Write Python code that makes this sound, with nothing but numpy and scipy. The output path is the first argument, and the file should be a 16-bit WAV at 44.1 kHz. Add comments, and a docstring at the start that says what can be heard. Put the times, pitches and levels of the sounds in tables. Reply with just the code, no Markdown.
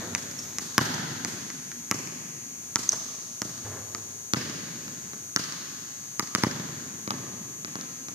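"""Basketballs bounce on the floor of a large empty gym while a player shoots; a shoe squeaks and the hoop rattles.
Each bounce adds short pulses: a thump, a knock, a slap and a hard crack, with a short ring of the air in the ball.
Walls and roof answer each bounce, then the hall rings on as fading noise; it still rings from an earlier bounce.
Squeaks are gliding tones, rattles are fading noise. A mains buzz whines high up all the time, over soft air noise."""
import sys
import numpy as np
from scipy import signal
from scipy.fft import rfft, irfft
from scipy.io import wavfile
from scipy.ndimage import uniform_filter1d

SR = 44100
rng = np.random.default_rng(int(sys.argv[2]) if len(sys.argv) > 2 else 0)


def unload_audio(sound):
    """Save the sound as a 16-bit wav file, at the path given as the first command line argument."""
    columns = np.transpose(np.atleast_2d(sound))
    # keep every value between -1 and 1, then stretch to whole-number steps
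    steps = np.round(np.clip(columns, -1, 1) * 32767)
    wavfile.write(sys.argv[1], SR, steps.astype(np.int16))


N = 358974
T = np.arange(N) / SR  # time in seconds


# every ball hit: (t/s, strength level/dB, weight level/dB, crispness level/dB, hollowness level/dB, hall level/dB)
# weight lifts the thump and crispness the crack, both against the strength; hollowness trades slap for knock
BALL_HITS = [(.15, -34, -7.5, 9.5, -3, -1.5), (0.5851, -39, -1.5, 11.5, -0.5, 5),
             (0.7804, -19.5, -2, 0, 1, 1.5), (1.2484, -37, 0.5, 9, -0.5, 5.5),
             (1.5023, -48, -8, 10, -4, -14), (1.7168, -48.5, -15, 6.5, -4, -11),
             (1.9127, -27.5, -0.5, 5, 2, 0.5), (2.7578, -29.5, -3.5, 10, 3, 0),
             (3.4184, -37, 3.5, 9.5, 0.5, 1), (3.9483, -38.5, -5, 6, 3, -2), (4.3357, -26, 1.5, 3, -0.5, 1),
             (4.8803, -51, 3, 3, -3, 1), (5.134, -50, 6.5, -3, -4.5, -7), (5.362, -28, -2.5, 7, -1, 0.5),
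             (6.1955, -28.5, -4.5, 3, 3.5, -2.5), (6.3499, -32.5, 4, 9.5, -6.5, -0.5),
             (6.4359, -23.5, 3.5, -5, 2.5, -4), (7.0763, -36.5, 4.5, -7, 2.5, 5.5),
             (7.1061, -30, -4.5, -4, 5, -3.5), (7.6473, -38.5, -1.5, -0.5, 1, 3),
             (7.7553, -37.5, 1, -4.5, 2, 2), (7.8111, -49.5, 5, 11, 3, 1), (8.0847, -44, 1.5, 2, 1, 5)]
# where the ball in play lands: (t/s, angle to one side/degrees)
# a positive angle makes the crack louder on the left and the left channel later
BALL_ANGLES = [(0, 5), (1.9, 3.5), (2.8, -6), (3.95, -5), (4.33, 29.5), (6.4, 13), (7.1, 43), (8.1, 27.5)]
LAG_ASIDE_MS = .44  # left channel lag for a hit fully to one side
# the wall just behind the listener returns a dull copy
NEAR_WALL_S, NEAR_WALL_DB, NEAR_WALL_CUTOFF_HZ = .0095, -7, 2200


def bounces(bands):
    """Ball meets floor: we hear the hit itself, then the near wall, the far surfaces and the hall."""
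    out = np.zeros((2, N))
    dulling = signal.butter(2, NEAR_WALL_CUTOFF_HZ, fs=SR, output="sos")
    for s, strength_db, weight_db, crisp_db, hollow_db, hall_db in BALL_HITS:
        aside = np.sin(np.radians(np.interp(s, *np.transpose(BALL_ANGLES))))
        lag_ms = LAG_ASIDE_MS * aside
        direct, spread = strike(strength_db, weight_db, crisp_db, hollow_db, aside)
        add(out, direct, s, lag_ms)
        dull = signal.sosfilt(dulling, direct)
        wall_s = s + NEAR_WALL_S + 0.00065 * rng.standard_normal()
        add(out, undb(NEAR_WALL_DB) * dull, wall_s, lag_ms)
        early_echoes(out, spread, s)
        add(out, undb(hall_db) * reverberate(spread, bands), s)
    return out


# tone colours of the squeezed ball's thump, the shell's knock, and the skin's slap and crack
# each lists (f/multiple of the part's own pitch, level/dB)
THUMP_COLOUR = [(.14, -38), (.28, -16.5), (.52, 0), (1, 1), (1.35, -3), (1.8, -9), (2.5, -10), (5, -42)]
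KNOCK_COLOUR = [(.3, -20), (.65, -12), (.87, -2.5), (1, 1), (1.17, 4), (1.5, -26), (3, -26)]
SLAP_COLOUR = [(.35, -29), (.65, -1), (.86, 2.5), (1, 2.5), (1.2, -1), (1.45, -10.5), (1.9, -9),
               (2.6, -10.5), (5, -85.5)]
CRACK_COLOUR = [(.3, -63), (.58, -15.5), (.82, -6.5), (1, 1.5), (1.15, -1), (1.4, -12), (2, -23.5)]
# tone colour of the clack between slap and crack, strongest for hits off to the side: (f/Hz, level/dB)
CLACK_COLOUR = [(1500, -37.5), (2400, -2.5), (3100, -5), (4100, 4), (5000, -1), (8000, -48.5)]
# tone colour of the very high tick as the crack overdrives the microphone: (f/Hz, level/dB)
OVERDRIVE_TICK_COLOUR = [(5000, -102), (8500, -2), (10500, 19.5), (12800, 35), (15000, -27)]
KNOCK_DB, SLAP_DB, TICK_DB = -2.5, 2, -6  # against the strength of the hit
CLACK_DB = -19  # against the crack, for a hit straight ahead
CLACK_ASIDE_DB, TICK_ASIDE_DB = 23.5, -32  # change for a hit fully to one side
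HEAD_SHADOW_DB = 13  # left-right difference of the crack for a hit fully to one side


def strike(strength_db, weight_db, crisp_db, hollow_db, aside):
    """The skin cracks and slaps, the shell knocks, then the squeezed ball thumps; returns direct and spread sound."""
    thump_db, crack_db = strength_db + weight_db, strength_db + crisp_db
    knock_db = strength_db + KNOCK_DB + hollow_db
    slap_db = strength_db + SLAP_DB - hollow_db
    clack_db = crack_db + CLACK_DB + CLACK_ASIDE_DB * abs(aside)
    tick_db = strength_db + TICK_DB + TICK_ASIDE_DB * abs(aside)
    thump_hz, knock_hz, slap_hz, crack_hz = pitches(strength_db, thump_db, crisp_db, aside)

    thump = -undb(thump_db) * delayed(blow(THUMP_COLOUR, thump_hz), 0.00085)
    knock, slap = blow(KNOCK_COLOUR, knock_hz), blow(SLAP_COLOUR, slap_hz)
    crack, clack = -blow(CRACK_COLOUR, crack_hz), -blow(CLACK_COLOUR)
    tick = undb(tick_db) * shell(blow(OVERDRIVE_TICK_COLOUR), share_db=10, decay_s=0.00063)

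    # the direct sound carries the ripple of the skin
    direct = thump + undb(clack_db) * shell(clack, share_db=1, decay_s=0.0012)
    direct += undb(knock_db) * shell(knock, share_db=0, decay_s=0.0036)
    direct += undb(slap_db) * (shell(slap, share_db=-7, decay_s=.001) + undb(-17) * ball_ring())
    shadow = undb(HEAD_SHADOW_DB * aside * np.array([[.5], [-.5]]))
    direct = direct + shadow * undb(crack_db) * shell(crack, share_db=-7, decay_s=.0008) + tick

    # the hall gets the even average of all directions
    spread = thump + undb(clack_db) * clack + undb(knock_db - 4.5) * knock
    spread += undb(slap_db) * slap + undb(crack_db + 2) * crack + undb(-6) * tick
    return direct, spread


# pitch at the reference level or hardness, and the dB that shift it by one octave
THUMP_HZ, THUMP_REF_DB, THUMP_OCTAVE_DB = 253.4, -34.5, 120
KNOCK_HZ, HARD_HIT_DB, KNOCK_OCTAVE_DB = 1146, -28, 33
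CRACK_HZ, CRACK_OCTAVE_DB, CRACK_ASIDE_OCT = 5820, 198, 0.26
SLAP_HZ = 1877
PITCH_SCATTER = 0.038  # fraction; no two hits land on the same patch of skin


def pitches(strength_db, thump_db, crisp_db, aside):
    """Heavy blows squeeze the ball longer and sound lower; the crack rises when crisp and falls off to the side."""
    thump_hz = THUMP_HZ * 2 ** ((THUMP_REF_DB - thump_db) / THUMP_OCTAVE_DB)
    knock_hz, slap_hz = np.array([KNOCK_HZ, SLAP_HZ]) * (1 + PITCH_SCATTER * rng.standard_normal(2))
    knock_hz *= 2 ** (min(HARD_HIT_DB - strength_db, 0) / KNOCK_OCTAVE_DB)  # only hard hits shift
    crack_hz = CRACK_HZ * 2 ** (crisp_db / CRACK_OCTAVE_DB - CRACK_ASIDE_OCT * abs(aside))
    return thump_hz, knock_hz, slap_hz, crack_hz


def shell(x, share_db, decay_s, size=512):
    """The pulse runs on round the ball's skin for a few milliseconds, as fading noise."""
    ripple = rng.standard_normal(size) * np.exp(-T[:size] / decay_s) * (T[:size] > .0003)
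    ripple *= undb(share_db) / np.sqrt(np.sum(ripple ** 2))
    return burst(x + signal.fftconvolve(x, ripple)[:len(x)])


# typical ringing tones of the air inside the ball: (f/Hz, level/dB, time to fade by 60 dB/s)
BALL_AIR_TONES = [(1012, -1, 0.082), (1550, -12, 0.3), (1992, 10, 0.14), (2930, 3, 0.21)]


def ball_ring(size=4096):
    """The air in the ball pings briefly, a little differently at every blow."""
    t, ring = T[:size], np.zeros(size)
    for hz, db, t60 in BALL_AIR_TONES:
        level = undb(db + 2 * rng.standard_normal())
        tone = np.sin(2 * np.pi * hz * (1 + 0.027 * rng.standard_normal()) * t)
        ring += level * tone * np.exp(-np.log(1000) * t / t60)
    return burst(ring)


# first echoes from roof, two flutters between floor and roof, and far wall: (level/dB, smear/s, treble
# level/dB)
SURFACES = [(-3, 0.00668, -11.5), (-24.5, 0.0037, 7.5), (-27, 0.004, -25), (-16, 0.0012, -2.5)]
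# typical delay of each of those echoes after the hit: (t/s)
SURFACE_DELAYS = [.029, .074, .127, .16]


def early_echoes(out, x, s):
    """Roof and walls answer one by one; path lengths change as the balls move about."""
    for delay, (db, smear_s, treble_db) in zip(SURFACE_DELAYS, SURFACES):
        echo = undb(db) * reflect(x, smear_s, treble_db)
        add(out, echo, s + delay + 0.00088 * rng.standard_normal())


def reflect(x, smear_s, treble_db, size=2048):
    """A surface mirrors the lows and scatters the highs, split at 600 Hz."""
    low = signal.sosfilt(signal.butter(2, 600, fs=SR, output="sos"), x)
    high = signal.sosfilt(signal.butter(2, 600, "high", fs=SR, output="sos"), x)
    scatter = rng.standard_normal((2, size)) * np.sqrt(T[:size]) * np.exp(-T[:size] / smear_s)
    scatter /= np.sqrt(np.sum(scatter ** 2) / 2)
    scattered = signal.fftconvolve(high[None], scatter, axes=1)[:, :len(x)]
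    return delayed(low, smear_s / 2) + undb(treble_db) * scattered


# short high chirps: (t/s, chirp level/dB, pitch f/Hz, length/s, scuff noise level/dB)
HIGH_CHIRPS = [(0.39, -34, 5580, 0.0064, -33.5), (0.425, -50, 5700, 0.0091, -38),
               (0.946, -22, 6460, 0.00033, -21.5), (2.8922, -6.5, 6280, 0.0014, -15),
               (2.921, -23, 6200, 0.0012, -20.5), (2.9305, -20.5, 5950, 0.0029, -26)]
# bright tick of the far wall's echo of the hard bounce at 0.78 s; all the other chirps are shoe squeaks
FAR_WALL_TICK = HIGH_CHIRPS[2]
SHOE_SQUEAKS = [*HIGH_CHIRPS[:2], *HIGH_CHIRPS[3:]]


def far_wall_tick(bands):
    """The far wall returns a hard bounce as one bright tick: a very short chirp and noise."""
    out = np.zeros((2, N))
    add_chirp(out, bands, *FAR_WALL_TICK)
    return out


def add_chirp(out, bands, s, chirp_db, hz, length, scuff_db):
    """A short tone gliding down, with bright noise that runs on as it dies, and its hall tail."""
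    t = T[:int(SR / 10)] - 1 / 20
    phase = 2 * np.pi * hz * (t - 3.7 * t ** 2)
    chirp = undb(chirp_db) * np.exp(-(t / length) ** 2) * np.sin(phase)
    colour = [(2500, -30), (4500, -19), (5400, 4), (6400, 0.5), (8000, -14), (13000, -35)]  # (Hz, dB)
    scuff = undb(scuff_db) * (t > 0) * np.exp(-abs(t) / length / 2) * noise(colour, len(t))
    sound = chirp + scuff
    add(out, sound, s + t[0])
    add(out, undb(3.5) * reverberate(sound, bands), s + t[0])


# tone colour of the dull noise in both the landing and the hoop's rattle: (f/Hz, level/dB)
DULL_COLOUR = [(60, -20), (130, -4), (400, 5), (800, -0.5), (1800, -3.5), (2600, -17), (6000, -32),
               (12000, -70)]
LANDING_S, LANDING_DB = 2.929, -35


def shoes(bands):
    """Rubber soles chirp and scuff for a few milliseconds; the player lands from a jump shot."""
    out, t = np.zeros((2, N)), T[:int(SR / 10)]
    for squeak in SHOE_SQUEAKS:
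        add_chirp(out, bands, *squeak)
    pat = undb(LANDING_DB) * burst(noise(DULL_COLOUR, len(t)) * np.exp(-t / 0.014))
    add(out, pat, LANDING_S)
    add(out, undb(-2.5) * reverberate(pat, bands), LANDING_S)
    return out


# dull rattles of hoop and backboard: (t/s, level/dB, decay/s, board boom level/dB)
HOOP_RATTLES = [(.005, -39, 0.11, -46.5), (3.644, -40.5, 0.082, -43.5), (3.715, -40.5, 0.059, -60),
                (3.755, -40, 0.031, -54)]
BOARD_HZ, BOARD_T60_S = 94.8, 2.06  # boom pitch, and its time to fade by 60 dB


def hoop(bands):
    """A shot shakes rim and net; the backboard booms unevenly under them, as narrow low noise."""
    out, t = np.zeros((2, N)), T[:SR]
    rise = 1 - np.exp(-t / 0.0046)
    board_colour = [(BOARD_HZ / 2, -50), (BOARD_HZ * 0.895, -14), (BOARD_HZ, 0),
                    (BOARD_HZ * 1.4, -14), (BOARD_HZ * 2, -40)]
    for s, db, decay, boom_db in HOOP_RATTLES:
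        rattle = undb(db) * rise * np.exp(-t / decay) * noise(DULL_COLOUR, len(t))
        board = noise(board_colour, len(t))
        boom = undb(boom_db) * rise * board * np.exp(-np.log(1000) * t / BOARD_T60_S)
        add(out, rattle + boom, s)
        add(out, undb(-1) * reverberate(rattle, bands), s)
    return out


def earlier_bounce(bands):
    """The hall is still ringing from a bounce a moment ago; only its tail is heard."""
    hit = undb(-23.5) * blow(THUMP_COLOUR, 250) + undb(-24.5) * blow(SLAP_COLOUR, 1900)
    hit += undb(-17) * blow(CRACK_COLOUR, 6140)
    out = np.zeros((2, N))
    add(out, reverberate(hit, bands)[:, int(.25 * SR):], 0)
    return out


# how the hall rings in each band: (f/Hz, level/dB, time to fade by 60 dB/s, left-right likeness/0-1)
HALL_RING = [(60, -14.5, 2, 0.93), (115, 2, 2.2, 0.97), (260, -0.5, 3.4, 0.82), (566, 0.5, 1.72, 0.27),
             (1080, 0.5, 1.75, 0), (2050, -6.5, 2.24, 0.13), (3380, 1.5, 2.02, 0.08),
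             (5700, -12.5, 1.94, 0.12), (12000, -4.5, 0.71, 0)]
GAIN_RECOVERY_S, FLUTTER_HZ, FLUTTER_DEPTH = 1, 23.37, 0.26


def hall_bands(size=100000):
    """Stereo noise and a fading envelope for each band of the hall."""
    centres = np.log([row[0] for row in HALL_RING])
    bins, t = np.log(np.fft.rfftfreq(2 * size, 1 / SR) + 1), T[:size]
    mid, side = rfft(rng.standard_normal((2, 2 * size)))
    # a gap before the far surfaces answer
    onset = np.clip((t - .021) / 0.003, 0, 1)
    # the tail starts lowered and recovers slowly, as the recorder's gain comes back
    recovery = 1 - 0.54 * np.exp(-t / GAIN_RECOVERY_S)
    # the lows flutter between floor and roof
    flutter = FLUTTER_DEPTH * np.cos(2 * np.pi * FLUTTER_HZ * (t - .04))
    bands = []
    for own, (hz, db, t60, alike) in zip(np.eye(len(HALL_RING)), HALL_RING):
        pair = np.sqrt((1 + alike) / 2) * mid + np.sqrt((1 - alike) / 2) * np.array([side, -side])
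        hiss = irfft(pair * np.interp(bins, centres, own))
        fade = onset * recovery * (1 + flutter / (1 + hz / 900)) * np.exp(-np.log(1000) * t / t60)
        bands.append((hiss, undb(db) * fade / np.sqrt(np.sum(fade ** 2))))
    return bands


def reverberate(x, bands):
    """Every sound gets its own diffuse tail: a random stretch of the hall noise, faded band by band."""
    size = len(bands[0][1])
    i = rng.integers(size)
    tail = sum(hiss[:, i:i + size] * fade for hiss, fade in bands)
    return signal.fftconvolve(x[None], tail, axes=1)


# resonances rung by the buzz: (f/Hz, width f/Hz, left level/dB, right level/dB)
BUZZ_RESONANCES = [(5760, 60, -55, -74), (6225, 130, -42, -47.5), (6590, 300, -46.5, -57),
                   (6885, 170, -44, -45.5), (12830, 240, -58, -69), (13790, 200, -58, -69)]
BUZZ_HZ, BUZZ_LAG_MS = 120.01, 0.037  # ticks per second; lag of the left channel
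BUZZ_FAINT_DB, BUZZ_LOW_HZ, BUZZ_HIGH_HZ = -70.5, 5900, 14000  # faint harmonics: typical level, range
BUZZ_SMEAR_RAD = 4.5  # phase spread: the hall blurs each tick of the buzz


def buzz(size=4096):
    """A tick on each half cycle of the mains rings a few high resonances; their harmonics waver slowly."""
    out, order = np.zeros((2, N)), np.arange(size // 2 + 1)
    place = (T * BUZZ_HZ % 1 * size).astype(int)  # position within one tick's cycle
    hz = order * BUZZ_HZ
    for channel in range(2):
        peaks = [undb(db[channel]) / (1 + (2 * (hz - centre) / width) ** 2)
                 for centre, width, *db in BUZZ_RESONANCES]
        level = np.max(peaks, axis=0)
        steady = level * np.exp(.6j * rng.standard_normal(len(order)))
        out[channel] = irfft(steady)[place]
        for _ in range(3):
            drifting = level * np.exp(2j * np.pi * rng.random(len(order)))
            out[channel] += 0.048 * walk(1.378) * irfft(drifting)[place]
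    out[0] = delayed(out[0], BUZZ_LAG_MS / 1000)
    # the bare tick fills the treble with faint, uneven harmonics
    uneven_db = 3.5 * rng.standard_normal(len(order))
    faint = undb(BUZZ_FAINT_DB + uneven_db) * (hz > BUZZ_LOW_HZ) * (hz < BUZZ_HIGH_HZ)
    blur = BUZZ_SMEAR_RAD * rng.standard_normal(len(order)) + rng.standard_normal((2, len(order)))
    out += irfft(faint * np.exp(1j * blur))[:, place]
    return out * size / np.sqrt(2)  # makes the dB values the rms level of each harmonic


# tone colour of the hall's steady air and hiss: (f/Hz, relative level/dB per Hz)
AIR_COLOUR = [(15, -43), (30, -28), (60, -12), (130, 1), (278, -9), (604, -14), (1420, -14.5), (3300, -20),
              (5400, -14.5), (6500, -9), (7700, -21), (10900, -38), (13600, -17), (15000, -37)]
AIR_DB = -52


def air():
    """Ventilation rumble, mostly alike on both sides, and wider hiss; the shared part drifts in level."""
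    mid = noise(AIR_COLOUR) * undb(2.4 * walk(2.985))
    width = gains([(40, -5), (80, -11.5), (250, -8), (700, 1), (2000, 4.5)], N)
    side = irfft(rfft(noise(AIR_COLOUR)) * width, N)
    return undb(AIR_DB) * (mid + np.array([side, -side]))


def undb(db):
    """Decibels to gain."""
    return 10 ** (np.asarray(db) / 20)


def unit(x):
    """Scale to rms 1."""
    return x / np.sqrt(np.mean(x ** 2))


def burst(x):
    """Scale to the energy of 10 ms at rms 1."""
    return x * np.sqrt(SR / 100 / np.sum(x ** 2))


def gains(points, size, stretch=1):
    """Gain of a tone colour on the bins of an FFT; stretch multiplies its frequencies."""
    hz, db = np.transpose(points)
    bins = np.log(np.fft.rfftfreq(size, 1 / SR) + 1)
    return undb(np.interp(bins, np.log(hz * stretch), db))


def noise(points, size=N):
    """Noise of a given colour, rms 1."""
    return unit(irfft(rfft(rng.standard_normal(size)) * gains(points, size), size))


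def blow(points, stretch=1, size=4096):
    """A pulse of a given colour with its energy as early as possible (minimum phase)."""
    cepstrum = irfft(np.log(gains(points, size, stretch)))
    cepstrum[1:size // 2] *= 2
    cepstrum[size // 2 + 1:] = 0
    return burst(irfft(np.exp(rfft(cepstrum))))


def walk(rate):
    """Smooth random wandering around zero, rms about 1, with rate new steps per second."""
    k = int(SR / rate)
    steps = np.repeat(rng.standard_normal(N // k + 1), k)
    return unit(uniform_filter1d(steps, k)[:N])


def delayed(x, s):
    """The same sound, s seconds later."""
    return np.interp(T[:len(x)] - s, T[:len(x)], x, left=0)


def add(out, x, s, lag_ms=0):
    """Mix a mono or stereo sound in at time s; lag_ms shifts the left side."""
    stereo = np.broadcast_to(x, (2, x.shape[-1]))
    for side, part, late in zip(out, stereo, (lag_ms / 1000, 0)):
        i = max(int(round((s + late) * SR)), 0)
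        side[i:i + len(part)] += part[:max(N - i, 0)]


def scene():
    """Everything that sounds in the gym."""
    bands = hall_bands()
    balls = bounces(bands) + far_wall_tick(bands) + earlier_bounce(bands)
    return balls + shoes(bands) + hoop(bands) + buzz() + air()


def record(dry):
    """Peaks beyond full scale are clipped as the recorder overloads; the top is cut above 14.8 kHz."""
    top_cut = signal.ellip(8, .2, 70, 14800, fs=SR, output="sos")
    return signal.sosfilt(top_cut, np.clip(dry, -1, 1))


dry = scene()
out = record(dry)
unload_audio(out)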